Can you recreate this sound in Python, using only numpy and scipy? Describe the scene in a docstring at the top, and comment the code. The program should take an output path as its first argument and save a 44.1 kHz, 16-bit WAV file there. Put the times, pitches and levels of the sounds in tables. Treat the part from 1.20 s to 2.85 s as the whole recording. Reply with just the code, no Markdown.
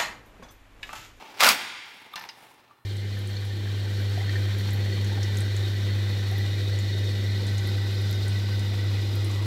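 """A motor head is tugged off the steel tube of a trailer jack in a large, hard workshop.
Ventilation and electrical hum run throughout, under a faint handling rustle. From 0.17 s the head knocks
and chatters up the tube and its shaft scrapes; at 0.23 s it lets go, ringing the tube, the trailer frame
and the room. Around 1 s it is lifted away: the shaft taps, loose parts click, sliding metal squeaks
and a pin clinks. Two faint shaft taps follow at 1.5 s."""
import sys
import numpy as np
from scipy import signal
from scipy.fft import rfft, irfft
from scipy.io import wavfile
from scipy.ndimage import uniform_filter1d

SR = 44100
rng = np.random.default_rng(int(sys.argv[2]) if len(sys.argv) > 2 else 0)


def dump_mix(stems):
    """Bounce the given channels to the path in sys.argv[1] as a 16-bit WAV at rate SR."""
    frames = np.atleast_2d(stems).T  # one column per channel
    limited = np.clip(frames, -1, 1)  # hard clip at full scale
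    pcm = np.round(limited * 32767).astype(np.int16)
    wavfile.write(sys.argv[1], SR, pcm)


N = 72765
T = np.arange(N) / SR


def amp(db):
    """Decibels to gain."""
    return 10 ** (np.asarray(db) / 20)


def unit(x):
    """Scale to rms 1."""
    return x / np.sqrt(np.mean(x ** 2))


def on_hz(hz, points):
    """Read (frequency [Hz], value) points on a log-frequency axis."""
    freqs, values = np.array(points).T
    return np.interp(np.log(np.maximum(hz, 1)), np.log(freqs), values)


def swell(points):
    """Gain curve from (time [s], level [dB]) points."""
    return amp(np.interp(T, *np.array(points).T))


def fade(t60_s):
    """Exponential decay."""
    return np.exp(-np.log(1000) * T / max(t60_s, 1e-3))


def onset(rise_s):
    """Exponential rise to 1."""
    return 1 - np.exp(-T / rise_s)


def through(x, response):
    """Convolve with an impulse response."""
    return signal.fftconvolve(x, response)[:N]


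def colour(x, points):
    """Minimum-phase filter from (frequency [Hz], gain [dB]) points."""
    hz = np.arange(N + 1) * SR / (2 * N)
    cepstrum = irfft(np.log(amp(on_hz(hz, points))))
    cepstrum[1:N] *= 2
    cepstrum[N + 1:] = 0
    return irfft(rfft(x, 2 * N) * np.exp(rfft(cepstrum)))[:N]


def noise(points):
    """Coloured noise, rms 1."""
    return unit(colour(rng.standard_normal(N), points))


def add(out, x, start_s):
    """Mix x in from a start time."""
    i = int(max(start_s, 0) * SR)
    out[i:i + len(x)] += x[:N - i]


def ring(modes, tilt_db_oct=0):
    """Decaying sines, tilted about the first mode."""
    return sum(amp(db + tilt_db_oct * np.log2(hz / modes[0][0])) * fade(t60) * np.sin(2 * np.pi * hz * T)
               for hz, db, t60 in modes)


def strikes(rows, modes, contact_s=.00025):
    """Light strikes, each setting the same modes going over the contact time."""
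    out = np.zeros(N)
    for start_s, db, tilt in rows:
        add(out, amp(db) * ring(modes, tilt) * onset(contact_s), start_s)
    return out


def contacts(rows, pivot_hz, after_db, after_t60_s, tick_db=-10.5):
    """Each contact is a tick, a crack of dense resonances and a weaker after-ring."""
    out = np.zeros(N)
    for start_s, db, tilt, t60_s in rows:
        decay = unit(fade(t60_s)) + amp(after_db) * unit(fade(after_t60_s))
        crack = rng.standard_normal(N) * decay / np.sqrt(N)
        crack[0] += amp(tick_db)
        slope = [(pivot_hz * 2. ** octave, db + tilt * octave) for octave in (-2, 2)]
        add(out, colour(crack, slope), start_s)
    return out


# (frequency [Hz], gain [dB])
VENT_COLOUR = [(18, -60.5), (30, -29), (115, -6.5), (153, -13), (415, -9.5), (461, -20.5), (1130, -8),
               (1320, -10.5), (3980, -37), (16000, -28.5)]
# (frequency [Hz], level [dB])
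HUM_TONES = [(120, -77.5), (1787, -75), (4100, -81)]
def hall(vent_db=-65.5):
    """Ventilation noise and faint electrical tones."""
    hum = sum(amp(db) * np.sqrt(2) * np.sin(2 * np.pi * hz * T) for hz, db in HUM_TONES)
    return amp(vent_db) * noise(VENT_COLOUR) + hum


# (time [s], level [dB])
RUSTLE_LEVEL = [(0, -47), (.06, -49), (.17, -47), (.4, -55), (.9, -56), (1.02, -50), (1.15, -57),
                (1.23, -53), (1.33, -58.5), (1.48, -61.5), (1.65, -70.5)]
HISS_LEVEL = [(0, -85), (.09, -83), (.125, -71), (.17, -74), (.6, -71), (.71, -65), (.82, -66), (.9, -71.5),
              (1.12, -67), (1.24, -63), (1.35, -68.5), (1.45, -85)]
# (frequency [Hz], gain [dB])
RUSTLE_COLOUR = [(60, -15), (250, -1.5), (650, -1.5), (870, 7), (1050, -1), (1500, -5), (1900, -6.5),
                 (2350, -3), (2900, -5.5), (4400, -12), (5500, -15), (9000, -26.5), (16000, -29.5)]
HISS_COLOUR = [(3000, -39.5), (7000, -5.5), (11000, -4.5), (15000, -9.5)]
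def handling(rough_db=2):
    """Uneven rubbing of hands, sleeve and shaft, with a thin sliding hiss on top."""
    grip = amp(rough_db * unit(uniform_filter1d(rng.standard_normal(N), size=500)))
    rustle = noise(RUSTLE_COLOUR) * swell(RUSTLE_LEVEL)
    hiss = noise(HISS_COLOUR) * swell(HISS_LEVEL)
    return grip * (rustle + hiss)


# (frequency [Hz], t60 [s])
ROOM_DECAY = [(100, 1.2), (400, 0.17), (900, 1.11), (2200, 1.57), (4000, 1.344), (7000, 1.02),
              (12000, 0.57), (16000, .5)]
# (frequency [Hz], gain [dB])
ROOM_COLOUR = [(100, -2), (500, -6), (900, 0), (1300, -8.5), (1700, -1), (2250, -1), (2750, -4), (3500, 1),
               (4200, -5.5), (6000, -4.5), (12000, -2.5)]
def room_response(gain_db=-45.5, build_s=.017):
    """A diffuse tail builds up, then each third octave decays at its own rate."""
    spectrum, hz = rfft(rng.standard_normal(N)), np.fft.rfftfreq(N, 1 / SR)
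    third_octave = np.round(3 * np.log2(np.maximum(hz, 100)))
    tail = np.zeros(N)
    for index in np.unique(third_octave):
        band = third_octave == index
        tail += irfft(spectrum * band, N) * fade(on_hz(hz[band].mean(), ROOM_DECAY))
    return amp(gain_db) * colour(tail, ROOM_COLOUR) * onset(build_s)


# (time [s], length [s], frequency [Hz], level [dB])
SQUEAKS = [(0.964, .03, 15200, -63), (0.989, 0.012, 12800, -54), (0.99, .016, 11700, -58),
           (1.016, 0.013, 12200, -55.5), (1.03, 0.028, 12700, -58.5)]
def squeaks(width_hz=290):
    """Brief, rough whistles of metal sliding on metal."""
    out = np.zeros(N)
    for start_s, length_s, hz, db in SQUEAKS:
        resonance = np.exp(-np.pi * width_hz * T) * np.sin(2 * np.pi * hz * T)
        whistle = unit(through(rng.standard_normal(N), resonance))
        arch = np.sin(np.pi * np.minimum(T / length_s, 1)).clip(0)
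        add(out, amp(db) * whistle * np.sqrt(arch), start_s)
    return out


# (time [s], level [dB], tilt [dB/oct], t60 [s])
PART_CLICKS = [(.9577, 0, 5, 0.03), (0.9637, -4, -4.5, 0.1), (.9775, -4, -2.5, 0.079),
               (0.995, -13.5, 7.5, 0.017), (1.0115, -8, -3, 0.033), (1.023, -11, 0.5, 0.054),
               (1.0385, -6.5, -3.5, 0.017), (1.048, -12, -4, 0.083), (1.0895, -5, 1, 0.05)]
# (frequency [Hz], gain [dB])
PART_COLOUR = [(40, -33), (190, -16.5), (300, -31), (650, -12), (900, 5.5), (1300, -3), (1850, 0.5),
               (3300, -3.5), (4200, -2.5), (6000, -9), (7200, -21.5), (11000, -27), (16000, -36)]
# (time [s], level [dB], tilt [dB/oct])
SHAFT_TAPS = [(.9362, -38.5, 1.5), (.9385, -31, -1), (1.497, -56.5, -13), (1.51, -44.5, -21)]
PIN_CLINKS = [(1.0893, -38.5, -0.45), (1.0943, -45.5, -2)]
# (frequency [Hz], level [dB], t60 [s])
PART_MODES = [(187.8, -11.5, 0.33), (869, 1, 0.27), (980, -8, 0.16), (1770, 0.5, 0.23), (1924, -11, .12),
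              (2740, -2, .15), (3960, -9, 0.028), (4195, 8.5, 0.066), (5700, -5, .08)]
SHAFT_MODES = [(1180, -1.5, 0.072), (1197, -14, 0.041), (2330, -11, .03), (3620, 2, .013),
               (11670, -2.5, 0.0057)]
PIN_MODES = [(1460, -18, 0.088), (1910, -4, 0.072), (2815, -1.5, .06), (3020, -2.5, .04), (3880, 0, 0.05),
             (4810, -7, .11), (5017, 2, 0.058), (5480, 6, 0.025), (5950, -12, .02)]
def loose_parts(click_db=-3, ring_db=-41.5):
    """Small steel clicks, hollow shaft taps and bright pin clinks as the head is lifted clear."""
    clicks = contacts(PART_CLICKS, pivot_hz=2530, after_db=-6.5, after_t60_s=.28)
    out = colour(amp(click_db) * clicks, PART_COLOUR)
    add(out, amp(ring_db) * ring(PART_MODES), start_s=PART_CLICKS[0][0])
    return out + strikes(SHAFT_TAPS, SHAFT_MODES) + strikes(PIN_CLINKS, PIN_MODES)


# (time [s], frequency [Hz], level [dB])
SCRAPE_GLIDE = [(.197, 1103, -43.5), (.218, 1154, -27), (.24, 1397, -26.5), (0.259, 1548, -24),
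                (.276, 1393, -23), (.29, 1290, -23.5), (.31, 1220, -42.5)]
def scrape(roughness=.82, flutter_hz=129):
    """The sliding shaft sings roughly; its pitch rises and falls with the speed of the pull."""
    times, hz, db = np.array(SCRAPE_GLIDE).T
    flutter = [roughness * noise([(flutter_hz, 0), (flutter_hz * 10, -50)]) for _ in range(2)]
    phase = 2 * np.pi * np.cumsum(np.interp(T, times, hz)) / SR
    tone = (1 + flutter[0]) * np.sin(phase) + flutter[1] * np.cos(phase)
    sliding = (T > times[0]) & (T < times[-1])
    return unit(tone) * amp(np.interp(T, times, db)) * sliding


# (time [s], level [dB])
CHATTER_FORCE = [(.165, -38), (.19, -26), (.2, -9.5), (.21, -0.5), (.235, -1), (.28, -1.5), (.31, -1.5),
                 (.33, -8), (.36, -20.5)]
def chatter(ticks_per_s=1500, spread_db=2, t60_s=.02, grit_from_s=.232, grit_hz=8930, grit_db=1.5):
    """Force of tiny contacts between the knocks; the edges scrape brighter once the head moves."""
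    ticks = (rng.random(N) < ticks_per_s / SR) * amp(spread_db * rng.standard_normal(N))
    tick_energy = abs(through(ticks ** 2, fade(t60_s) ** 2))
    grain = unit(np.sqrt(tick_energy))
    grit = colour(rng.standard_normal(N), [(grit_hz / 4, -20), (grit_hz, 0)]) * (T > grit_from_s)
    friction = rng.standard_normal(N) + amp(grit_db) * grit
    return grain * friction * swell(CHATTER_FORCE) * (T < CHATTER_FORCE[-1][0])


# (time [s], level [dB], tilt [dB/oct], t60 [s])
HEAD_KNOCKS = [(.1745, -33.5, -1, 0.013), (.185, -37.5, -0.5, 0.011), (.2057, -1.5, 0, 0.0073),
               (.2105, -14, 1.5, 0.026), (.2255, -9.5, -5.5, 0.015), (.231, -4.5, -1.5, .015),
               (.2338, -8, 3, .02), (.2364, -1, -3, 0.011), (.2442, -2, 1.5, 0.023),
               (.2603, -6.5, -5, 0.016), (.266, -2, 1, 0.016), (.271, -10, 1, 0.013),
               (.2875, -5.5, 4, .018), (.2895, -4, 4.5, 0.016), (.3075, -11.5, 1, 0.069),
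               (.3135, -12.5, 0.5, 0.031), (.3295, -23.5, -2.5, 0.016)]
# (frequency [Hz], gain [dB])
STEEL_COLOUR = [(30, -38.5), (120, -30), (230, -18), (400, -13.5), (700, -1), (1350, 0), (1750, -2.5),
                (2300, 2.5), (3300, -3), (4800, -4), (6800, -11.5), (9800, -17), (12000, -16.5),
                (16000, -20.5)]
FRAME_COLOUR = [(30, -22), (62, -21), (85, -6), (135, -12.5), (210, 2), (330, -0.5), (700, -7.5),
                (3000, -59.5)]
# (frequency [Hz], level [dB], t60 [s])
TUBE_MODES = [(243.7, -8.5, 0.63), (853, -0.5, 0.43), (1310, 6, .22), (1362, 3.5, .22), (1385, 2.5, 0.11),
              (1574, 4, .35), (1640, -15.5, 1.4), (1674, -9.5, 0.85), (2115, -3.5, 0.68),
              (2146, -9.5, 0.46), (2206, -12.5, 1.6), (2323, -15, 1.3), (2266, -8, 0.58), (2473, 0.5, 0.28),
              (2760, -3, .22), (2764, 1.5, 0.23), (3530, -8.5, 0.61)]
def head_clatter(chatter_db=-11, knock_db=16.5, tube_db=-29, frame_db=-16.5, release_s=.229):
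    """The head knocks and chatters up the tube; as it lets go the tube rings and the frame booms."""
    force = amp(chatter_db) * chatter()
    force += amp(knock_db) * contacts(HEAD_KNOCKS, pivot_hz=2500, after_db=-6, after_t60_s=.19)
    out = colour(force, STEEL_COLOUR)
    tube = amp(tube_db) * ring(TUBE_MODES) * onset(rise_s=.012)
    frame = amp(frame_db) * colour(rng.standard_normal(N) * fade(t60_s=.69), FRAME_COLOUR)
    add(out, tube + frame, release_s)
    return out


def scene():
    """The metal sounds and their reverberation, over rustle and hum."""
    room = room_response()
    metal = head_clatter() + scrape() + loose_parts() + squeaks()
    return (metal + through(metal, room) + handling() + hall())[None]


def record(dry):
    """Soft-clip the peaks, then low-pass at 15.8 kHz."""
    lowpass = signal.ellip(10, .2, 80, 15800, fs=SR, output="sos")
    return signal.sosfilt(lowpass, np.tanh(dry))


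dry = scene()
out = record(dry)
dump_mix(out)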